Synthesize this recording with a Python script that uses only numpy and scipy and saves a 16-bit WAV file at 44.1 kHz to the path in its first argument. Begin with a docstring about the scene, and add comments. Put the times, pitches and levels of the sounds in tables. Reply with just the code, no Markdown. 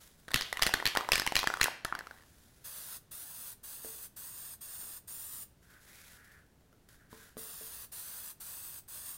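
"""In a workshop, a spray paint can is shaken close to a clip-on microphone; its ball clacks hard enough to overload it.
Each touch of the ball is a few damped modes, bursts of noise and a tick; a sleeve rustles as filtered noise.
Then ten short spurts of paint hiss over a table: noise combed by the table's echo as the can moves.
Between the two runs of spurts a sheet of cardboard is slid round on the table: resonant noise under grainy scuffing.
A few soft knocks on the table, short dull tones and noise, fall among the spurts and the sliding."""
import sys
import numpy as np
from scipy import signal
from scipy.fft import rfft, irfft
from scipy.io import wavfile
from scipy.ndimage import map_coordinates

SR = 44100
rng = np.random.default_rng(int(sys.argv[2]) if len(sys.argv) > 2 else 0)


def unload_audio(sound):
    """Save the sound as a 16-bit wav file, at the path given as the first command line argument."""
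    columns = np.transpose(np.atleast_2d(sound))
    # keep every value between -1 and 1, then stretch to whole-number steps
    steps = np.round(np.clip(columns, -1, 1) * 32767)
    wavfile.write(sys.argv[1], SR, steps.astype(np.int16))


N = 404397
TIME_S = np.arange(N) / SR

# Steady background noise. Each row: frequency in Hz, relative level in dB per Hz.
FLOOR_SPECTRUM = [(25, -4.5), (60, -0.5), (120, -3), (200, -7.5), (500, -15.5), (1000, -23), (1700, -24.5),
                  (2500, -28.5), (6000, -31), (16000, -34.5)]
FLOOR_DB = -64.5
# The workshop's reverberation. Each row: frequency in Hz, t60 in seconds, level of the tail in dB.
ROOM = [(100, 0.43, -16), (400, 0.61, -11), (1200, 0.45, -9), (2500, 0.59, -9), (4970, 0.4, -8.5),
        (8850, 0.33, -10), (15000, .25, -8)]
# Sleeve rustles as the arm moves. Each row: start in seconds, length in seconds, relative level in dB.
SLEEVE_RUSTLES = [(0, 0.018, -55), (0.18, 0.16, -72), (0.442, 1.15, -59), (2.02, 0.66, -65.5)]
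SLEEVE_RISE_S, SLEEVE_FALL_DB_PER_S = 0.012, 93
# Colour of dry scuffing. Each row: frequency in Hz, relative level in dB per Hz.
SCUFF_SPECTRUM = [(240, -35.5), (400, -10), (1250, -9.5), (1530, -2), (2290, -9.5), (2930, -10), (3470, -6),
                  (4240, -8), (10700, -8.5), (16000, -10.5)]
SHEET_RING_HZ = 10900

# The ball slams into the dome at the end of a stroke and bounces.
# Each row: time in seconds, strength in dB, dome ring in Hz, metal tick in dB (relative levels).
CLACKS = [(.3426, -11, 2684, -18.5), (0.3592, -17, 2624, -27.5), (0.4101, -21.5, 5056, -30.5),
          (.4206, -23, 4580, -40.5), (0.6222, -8.5, 4830, -17.5), (.6293, -17.5, 3060, -24.5),
          (0.633, -18.5, 3257, -21), (0.6655, -14, 4200, -20.5), (0.8552, -13.5, 4040, -20),
          (.8648, -13, 4360, -26.5), (.874, -18.5, 4479, -23.5), (1.1189, -7, 2623, -13),
          (1.1327, -13, 3330, -22.5), (1.1559, -14, 2400, -22.5), (1.1793, -19.5, 2810, -25.5),
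          (1.3546, -13.5, 2830, -19.5), (1.3653, -9.5, 4150, -26), (1.3908, -17, 3900, -25),
          (1.399, -29, 4050, -34), (1.6126, -6, 4180, -19.5), (1.63, -16, 6600, -24),
          (1.6413, -23.5, 2530, -16)]
# The ball knocks against the side wall, or the base on the way back.
# Each row: time in seconds, strength in dB, wall ring in Hz, metal tick in dB (relative levels).
TOCKS = [(.2815, -33, 1760, -43.5), (.3163, -29.5, 1820, -37), (.3362, -30, 1830, -33),
         (.5276, -21, 1990, -28), (.5712, -22, 1940, -33), (.5938, -23.5, 1077, -35.5),
         (.618, -26, 1744, -35), (.672, -19.5, 1820, -25), (.692, -24, 910, -35), (.7383, -10, 1756, -20.5),
         (.7411, -15.5, 1500, -24), (.8006, -24, 1870, -42.5), (.8246, -22, 1020, -51.5),
         (.951, -18, 860, -32), (.9614, -19.5, 1430, -42.5), (.9717, -12, 1806, -19.5),
         (1.0087, -25, 1200, -38.5), (1.0472, -32, 2010, -49.5), (1.0886, -16.5, 980, -33),
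         (1.1975, -22.5, 1570, -22), (1.2193, -21.5, 1830, -33.5), (1.2649, -16.5, 860, -25.5),
         (1.2747, -17, 2100, -26), (1.3221, -21.5, 780, -33.5), (1.3505, -30, 1830, -40),
         (1.4304, -19, 1060, -34.5), (1.441, -21, 830, -34), (1.4728, -12.5, 1700, -22),
         (1.5009, -19, 1420, -39), (1.5391, -18, 1440, -34), (1.5711, -25.5, 1260, -41),
         (1.5985, -28.5, 1200, -47), (1.6085, -31, 1300, -42), (1.658, -19, 1550, -40.5),
         (1.6702, -24.5, 1400, -41.5), (1.6822, -23.5, 940, -60), (1.8483, -22.5, 1600, -26),
         (1.8519, -20.5, 1300, -39), (1.925, -19.5, 1380, -70), (1.951, -19, 1500, -40),
         (1.99, -29.5, 1750, -36), (2.0082, -28.5, 1550, -55), (2.0702, -31, 1340, -49),
         (2.1105, -32.5, 1520, -55)]
# The ball rolls loosely as shaking starts and ends.
# Each row: start in seconds, length in seconds, strength in dB (relative).
ROLLS = [(0.293, .03, -34.5), (2.134, 0.11, -50.5)]
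ROLL_GAP_S, ROLL_HZ, ROLL_SPREAD, ROLL_TICK_DB = 0.013, 1650, .15, -12
# a clack also shakes the wall; a tock also shakes the dome, the more the sharper its tick
CLACK_WALL_HZ, CLACK_WALL_DB = 1975, -6.5
TOCK_DOME_HZ, TOCK_DOME_OCTAVES, TOCK_DOME_TICK_SHARE = 3900, .45, .7
# Colour of the metal tick. Each row: frequency in Hz, relative level in dB per Hz.
TICK_SPECTRUM = [(100, 5), (500, 2), (1500, 4.5), (3000, 1.5), (6500, 1), (8500, 1), (12000, -0.5),
                 (16000, -12)]
# Crowd of weaker modes in the can's wall. Each row: frequency in Hz, relative level in dB per Hz.
WALL_SPECTRUM = [(60, -11.5), (200, -5.5), (500, 2.5), (1000, 4.5), (1900, 2.5), (2600, -22), (5000, -33)]
# Crowd of weaker modes in the can's dome. Each row: frequency in Hz, relative level in dB per Hz.
DOME_SPECTRUM = [(100, -14), (700, -21.5), (1600, -5.5), (2600, 0.5), (3500, -1), (4700, -2), (5800, -4.5),
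                 (6500, -9.5), (8000, -15.5), (14000, -21)]
# Faint lasting ring of the steel shell. Each row: mode in Hz, relative level in dB.
STEEL_MODES = [(1805, 1), (1913, 4.5), (1991, 3.5), (2395, -2.5), (2477, -5), (2611, -1.5), (2763, 1),
               (3331, 1), (4031, 1.5), (5207, -2.5), (5368, -6), (6497, -6.5), (6593, -8.5)]
# Low jolt of the first stroke. Each row: frequency in Hz, relative level in dB per Hz.
JOLT_SPECTRUM = [(20, -4.5), (45, 0), (180, 0), (300, -14.5), (700, -41.5), (4000, -69)]
JOLT_S, JOLT_DB, JOLT_T60_S = .343, -28, 0.058

# Presses of the valve. Each row: start in seconds, length in seconds, flow in dB (relative),
# nozzle resonance in Hz, low rush against the flow in dB.
SPURTS = [(2.64, 0.33, -46.5, 9370, -8.5), (3.109, 0.42, -46, 9300, -11), (3.63, 0.43, -46, 9100, -11.5),
          (4.16, 0.38, -47, 8800, -11.5), (4.606, 0.37, -46, 8800, -11.5),
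          (5.073, 0.36, -45.5, 9030, -13.5), (7.372, 0.475, -46.5, 9600, -9),
          (7.916, .397, -45.5, 9100, -10.5), (8.399, 0.39, -45.5, 8870, -11),
          (8.877, 0.28, -46, 8830, -11.5)]
VALVE_OPEN_S, VALVE_SHUT_DB_PER_S = 0.0084, 609
# The nozzle swoops over the table in each spurt, and the echo's lag with it.
# Each row: lag at the start in ms, lag at the end in ms, dip midway in ms.
SWOOPS = [(.534, .684, .018), (.696, .594, .108), (.582, .582, .054), (.582, .528, .048),
          (.516, .504, .012), (.516, .492, .036), (.475, .58, .03), (.624, .582, .048), (.594, .546, .024),
          (.558, .498, .006)]
# The treble is beamed at the table, the rush spreads to things farther off.
# Each row: multiple of the lag, treble share as a signed gain, rush share as a signed gain.
ECHOES = [(1, -.43, -.08), (1.19, .16, .05), (1.28, -.18, -.05), (2.2, .2, .17), (3.5, .15, .18)]
TREMOR_PER_S, TREMOR_DB = 10, 0.56  # the hand trembles, and the lags of the farther echoes waver
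# The jet's high hiss. Each row: frequency in Hz, relative level in dB per Hz.
HISS_SPECTRUM = [(4000, -20), (6000, -12.5), (7200, -8.5), (9000, -2.5), (11300, -4.5), (13000, -2),
                 (15000, 1), (16000, -7)]
# The jet's lower rush. Each row: frequency in Hz, relative level in dB per Hz.
RUSH_SPECTRUM = [(290, -26), (500, -8), (822, -8.5), (1200, -0.5), (1310, -1.5), (1740, -1.5),
                 (2370, -11.5), (2650, -4.5), (3090, -7.5), (3410, -2), (4450, -3), (4920, -1.5),
                 (5550, -6), (6550, -2), (7000, -10.5), (9100, -38), (15400, -120)]

# Soft knocks on the table. Each row: time in seconds, relative level in dB, ring in Hz.
KNOCKS = [(3.847, -38.5, 466), (4.83, -55, 330), (6.609, -58, 380), (6.728, -55, 1350), (7.129, -44, 1024),
          (7.369, -38.5, 490), (7.611, -44.5, 440)]
# Modes of the table top. Each row: frequency in Hz, relative level in dB, t60 in seconds.
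TABLE_MODES = [(250, -4.5, .17), (335, -7, .14), (442, -3.5, .3), (602, -7, .17)]
# Colour of the tap. Each row: frequency in Hz, relative level in dB per Hz.
TAP_SPECTRUM = [(80, -21), (250, 10.5), (600, 4), (1200, -12), (2000, -11), (6000, -16)]

# Pushes of the cardboard over the table. Each row: start in seconds, length in seconds, singing in dB,
# scuffing in dB (relative levels), rise of the pitch at full speed in Hz.
PUSHES = [(5.61, 0.079, -66, -67, 0), (5.679, 0.085, -56, -62.5, 0), (5.79, 0.12, -66, -60.5, 0),
          (5.85, .31, -59.5, -57, 750), (6.147, 0.23, -56, -68.5, 130), (6.227, .04, -62, -63, 0),
          (6.3, 0.046, -60, -65, 0), (6.88, 0.068, -65, -62.5, 0), (6.98, 0.043, -60.5, -71, -1.5),
          (7.091, 0.18, -59, -57.5, 0)]
PUSH_RISE_S, PUSH_FALL_DB_PER_S, PUSH_SPEED_DB, CARD_HZ = 0.027, 172, 1.2, 1550
# The cardboard's edge catches with a dry tick. Each row: time in seconds, level in dB.
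CATCHES = [(6.245, -59), (6.317, -59), (6.463, -70), (6.888, -55)]
CATCH_T60_S = 0.05
CEILING, EDGE_HZ = 0.21, 15950  # overload level in full scale; upper band limit


def gain_of(db):
    """Amplitude factor of a level in dB."""
    return 10 ** (np.asarray(db) / 20)


def evened(x):
    """Scales to rms 1."""
    return x / np.sqrt(np.mean(x ** 2) + 1e-20)


def read(points, hz):
    """Joins (Hz, value) points on a log-frequency axis."""
    f, value = np.transpose(points)
    return np.interp(np.log(hz + 1), np.log(f + 1), value)


def add(mix, s, sound):
    """Adds a sound to the mix at s seconds."""
    part = mix[max(round(s * SR), 0):][:len(sound)]
    part += sound[:len(part)]


def noise(spectrum):
    """Steady Gaussian noise of the given colour, about rms 1."""
    length = 10 * SR
    gain = gain_of(read(spectrum, np.fft.rfftfreq(length, 1 / SR)))
    return evened(irfft(rfft(rng.standard_normal(length)) * gain))[:N]


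def flutter(rate_hz, depth_db):
    """A random gain of rms 1 that wavers at about the given rate."""
    steps = rng.standard_normal(SR)
    return evened(gain_of(depth_db * np.interp(TIME_S * rate_hz, np.arange(SR), steps)))


def resonate(x, hz, width_hz):
    """A resonance of gain 1 that follows the curve hz: shift to 0 Hz, smooth, shift back."""
    turn = np.exp(2j * np.pi * np.cumsum(hz * np.ones(len(x))) / SR)
    r = np.exp(-np.pi * width_hz / SR)
    return 2 * (turn * signal.lfilter([1 - r], [1, -r], x / turn + 1e-18)).real


def resonant_noise(hz, width_hz):
    """White noise through two equal resonances in series, rms 1."""
    once = resonate(rng.standard_normal(N), hz, width_hz)
    return evened(resonate(once, hz, width_hz))


def ring(t, hz, t60_s, rise_s, phase_turns=0):
    """One damped mode that swells with the time constant rise_s."""
    wave = np.sin(2 * np.pi * (hz * t + phase_turns))
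    return wave * gain_of(-60 * t / t60_s) * (1 - np.exp(-t / rise_s))


def burst(source, t, where, t60_s):
    """A dying snatch of noise: many close modes struck at once."""
    return source[int(where * (N - len(t))):][:len(t)] * gain_of(-60 * t / t60_s)


def gate(start_s, length_s, rise_s, fall_db_per_s):
    """An envelope that rises, holds until the length is over and then dies away."""
    t = TIME_S - start_s
    return np.clip(t / rise_s, 0, 1) * gain_of(-fall_db_per_s * np.clip(t - length_s, 0, 1))


def workshop(x, first_s=0.0079):
    """Dense reflections of random sign, each band dying at its own speed."""
    taps = rng.standard_normal(SR) * (rng.random(SR) < 5000 / SR) * (np.arange(SR) > first_s * SR)
    hz, t, z = signal.stft(taps / np.linalg.norm(taps), SR, nperseg=128)
    room = np.array(ROOM)
    t60_s = read(room[:, :2], hz)[:, None]
    level_db = read(room[:, ::2], hz)[:, None]
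    even_energy = np.sqrt(2 * np.log(1000) / t60_s)  # long and short tails carry alike
    tail = signal.istft(z * gain_of(level_db - 60 * t / t60_s) * even_energy, SR, nperseg=128)[1]
    return signal.fftconvolve(x, tail)[:N]


def scuff(level, scuff_db=-1.0, scratch_db=1.0, ring_db=-14.5):
    """Dry rubbing: coloured noise and a thin high ring, made grainy by flutter and small scratches."""
    snags = (rng.random(N) < 45 / SR) * rng.uniform(.3, 1, N)  # about 45 per second
    scratches = signal.lfilter([1], [1, -np.exp(-1 / (.0015 * SR))], snags)
    grain = flutter(rate_hz=660, depth_db=1.0) + gain_of(scratch_db) * scratches
    thin = evened(resonate(rng.standard_normal(N), SHEET_RING_HZ, 300))
    rubbing = noise(SCUFF_SPECTRUM) + gain_of(ring_db) * thin
    return gain_of(scuff_db) * level * rubbing * evened(grain) * flutter(rate_hz=35, depth_db=.7)


def sleeve():
    """Cloth rubs as the arm moves: gated scuffing."""
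    level = sum(gain_of(db) * gate(start, length, SLEEVE_RISE_S, SLEEVE_FALL_DB_PER_S)
                for start, length, db in SLEEVE_RUSTLES)
    return scuff(level) * flutter(rate_hz=130, depth_db=0.9)


def blows():
    """Every touch of the ball as (s, wall ring Hz, wall dB, dome ring Hz, dome dB, metal tick dB)."""
    out, tocks = [], list(TOCKS)
    for (s, db, dome_hz, tick_db), spot in zip(CLACKS, rng.uniform(-1, 1, len(CLACKS))):
        wall_hz = CLACK_WALL_HZ * (1 + ROLL_SPREAD * spot)
        out.append((s, wall_hz, db + CLACK_WALL_DB, dome_hz, db, tick_db))
    for (start, length, db), chance in zip(ROLLS, rng.uniform(-1, 1, size=(len(ROLLS), 20, 2))):
        for s, (late, spot) in zip(np.arange(start, start + length, ROLL_GAP_S), chance):
            wall_hz = ROLL_HZ * (1 + ROLL_SPREAD * spot)
            tocks.append((s + .5 * late * ROLL_GAP_S, db, wall_hz, db + ROLL_TICK_DB))
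    for (s, db, wall_hz, tick_db), spot in zip(tocks, rng.uniform(-0.92, 1, size=100)):
        dome_hz = TOCK_DOME_HZ * 2 ** (TOCK_DOME_OCTAVES * spot)
        dome_db = db + TOCK_DOME_TICK_SHARE * (tick_db - db)
        out.append((s, wall_hz, db, dome_hz, dome_db, tick_db))
    return out


def rattle(wall_db=1.5, dome_db=-1.0, tick_db=4.0, crowd_db=-5.0, spread_db=-3.0, thud_db=-22.0,
           steel_db=-37.0, skitter_db=-11.5):
    """The ball strikes the paint-damped can. Gives the sound towards the microphone and that spread all round."""
    near, around, t = np.zeros(N), np.zeros(N), np.arange(SR // 5) / SR
    ticks, walls, domes = noise(TICK_SPECTRUM), noise(WALL_SPECTRUM), noise(DOME_SPECTRUM)
    steel = sum(gain_of(db) * ring(t, hz, .2, .001) for hz, db in STEEL_MODES)
    thud = ring(t, 36, 0.066, .0007) + .5 * ring(t, 94, 0.041, 0.00055)  # the whole can jolts
    swell = 1 - np.exp(-t / 0.00029)
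    for (s, wall_hz, wall, dome_hz, dome, tick), chance in zip(blows(), rng.random(size=(120, 13))):
        # one mode of the wall and one of the dome face the microphone; the room hears all modes alike
        tones = gain_of(wall + wall_db) * ring(t, wall_hz, 0.012, 0.00048, chance[0])
        tones = tones + gain_of(dome + dome_db) * ring(t, dome_hz, 0.011, .0004, chance[1])
        crowd = gain_of(wall) * burst(walls, t, chance[2], 0.0093)
        crowd = crowd + gain_of(dome) * burst(domes, t, chance[3], 0.013)
        crack = burst(ticks, t, chance[4], 0.0083)
        add(near, s, tones + swell * (gain_of(crowd_db) * crowd + gain_of(tick + tick_db) * crack))
        add(near, s, gain_of(dome) * (gain_of(steel_db) * steel + gain_of(thud_db) * thud))
        add(around, s, 0.34 * tones + gain_of(spread_db) * crowd + gain_of(tick + tick_db - 6.0) * crack)
        # the ball skitters on in four smaller touches, louder after a harder blow
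        for when, size in chance[5:].reshape(-1, 2):
            touch = ring(t, dome_hz * (0.56 + 0.9 * size), 0.0085, .0002) + .5 * crack
            later_s = 0.0082 + 0.023 * when ** 2
            add(near, s + later_s, gain_of(dome + skitter_db - 10 * when) * size * touch)
    return near, around


def jolt():
    """The low jolt of the first stroke: a dying burst of low noise."""
    out, t = np.zeros(N), np.arange(SR // 5) / SR
    add(out, JOLT_S, gain_of(JOLT_DB) * burst(noise(JOLT_SPECTRUM), t, rng.random(), JOLT_T60_S))
    return out


def spray(hiss_db=-2.0, nozzle_db=-8.5, rush_db=-.5, nozzle_width_hz=1500):
    """A turbulent jet: a low rush and a hiss with a nozzle resonance, combed by the table's echo."""
    flow, rush, lag = np.zeros(N), np.zeros(N), np.zeros(N)  # lag in samples
    nozzle_hz = np.full(N, float(SPURTS[0][3]))
    for (start, length, db, hz, low_db), (first_ms, last_ms, dip_ms) in zip(SPURTS, SWOOPS):
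        valve = gain_of(db) * gate(start, length, VALVE_OPEN_S, VALVE_SHUT_DB_PER_S)
        flow = flow + valve
        rush = rush + valve * gain_of(low_db)
        way, begun = np.clip((TIME_S - start) / length, 0, 1), TIME_S >= start
        nozzle_hz = np.where(begun, hz, nozzle_hz)
        lag_ms = first_ms + (last_ms - first_ms) * way - 4 * dip_ms * way * (1 - way)
        lag = np.where(begun, lag_ms * SR / 1000, lag)
    # droplets make the jet sputter
    sputter = flutter(rate_hz=700, depth_db=0.98) * flutter(rate_hz=27, depth_db=1.2)
    nozzle = resonant_noise(nozzle_hz, nozzle_width_hz)
    beam = flow * sputter * (gain_of(hiss_db) * noise(HISS_SPECTRUM) + gain_of(nozzle_db) * nozzle)
    low = rush * sputter * gain_of(rush_db) * noise(RUSH_SPECTRUM)
    out = beam + low
    for far, treble_share, rush_share in ECHOES:
        delay = far * lag * flutter(rate_hz=TREMOR_PER_S, depth_db=TREMOR_DB * (far - 1))
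        echoed = treble_share * beam + rush_share * low
        out = out + map_coordinates(echoed, [np.arange(N) - delay], order=3)
    return out


def knocks(tone_db=-1.7, table_db=-10.0, tap_db=-2.5):
    """A short dull tap that sets the table top ringing."""
    out, t, taps = np.zeros(N), np.arange(SR // 3) / SR, noise(TAP_SPECTRUM)
    top = sum(gain_of(db) * ring(t, hz, t60_s, .0017) for hz, db, t60_s in TABLE_MODES)
    for (s, db, hz), where in zip(KNOCKS, rng.random(len(KNOCKS))):
        tone = ring(t, hz, .025, .00036) + .75 * ring(t, 1080, .0075, .0001)
        tap = gain_of(tone_db) * tone + gain_of(tap_db) * burst(taps, t, where, .019)
        add(out, s, gain_of(db) * (tap + gain_of(table_db) * top))
    return out


def cardboard(slide_db=-5.5, width_hz=560, rest_db=-6.):
    """Stick and slip sings in a broad resonance that shifts with speed, under scuffing that grows with it."""
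    rub, dry, hz = np.zeros(N), np.zeros(N), np.full(N, float(CARD_HZ))
    for start, length, sing_db, scrape_db, rise_hz in PUSHES:
        push = gate(start, length, PUSH_RISE_S, PUSH_FALL_DB_PER_S)
        speed = np.sin(np.pi * np.clip((TIME_S - start) / length, 0, 1))
        rub = np.maximum(rub, gain_of(sing_db) * push)
        hz = hz + rise_hz * speed
        dry = np.maximum(dry, gain_of(scrape_db + PUSH_SPEED_DB * (speed - 1)) * push)
    # the sheet turns: its outer edge moves fast, the part near the pivot keeps the resting pitch
    edge, pivot = resonant_noise(hz, width_hz), resonant_noise(CARD_HZ, width_hz)
    sheet = evened(edge + gain_of(rest_db) * pivot)
    return (gain_of(slide_db) * rub * sheet + scuff(dry)) * flutter(rate_hz=130, depth_db=0.9)


def catches():
    """The cardboard's edge catches: dying bursts of scuff noise."""
    out, t, dry = np.zeros(N), np.arange(SR // 5) / SR, noise(SCUFF_SPECTRUM)
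    for (s, db), where in zip(CATCHES, rng.random(len(CATCHES))):
        add(out, s, gain_of(db) * burst(dry, t, where, CATCH_T60_S))
    return out


def scene():
    """Sums the sources, the room and the floor; three sets of reflections take turns as the can swings."""
    can, around = rattle()
    soft, taps = sleeve() + spray() + cardboard(), knocks()
    swing = [np.cos(2 * np.pi * (3.7 * TIME_S + k / 3)) * np.sqrt(2 / 3) for k in range(3)]
    room = sum(workshop(around * share) for share in swing)
    room = room + workshop(.5 * soft + 2 * taps)
    mono = can + jolt() + soft + taps + catches() + room + gain_of(FLOOR_DB) * noise(FLOOR_SPECTRUM)
    return mono[None].repeat(2, axis=0)


def record(dry):
    """One microphone on both channels: the loudest clacks flatten against its ceiling; then the band limit."""
    clipped = dry / (1 + (dry / CEILING) ** 8) ** (1 / 8)
    lowpass = signal.firwin(511, EDGE_HZ, window=("kaiser", 9), fs=SR)
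    return signal.oaconvolve(clipped, lowpass[None], "same")


dry = scene()
out = record(dry)
unload_audio(out)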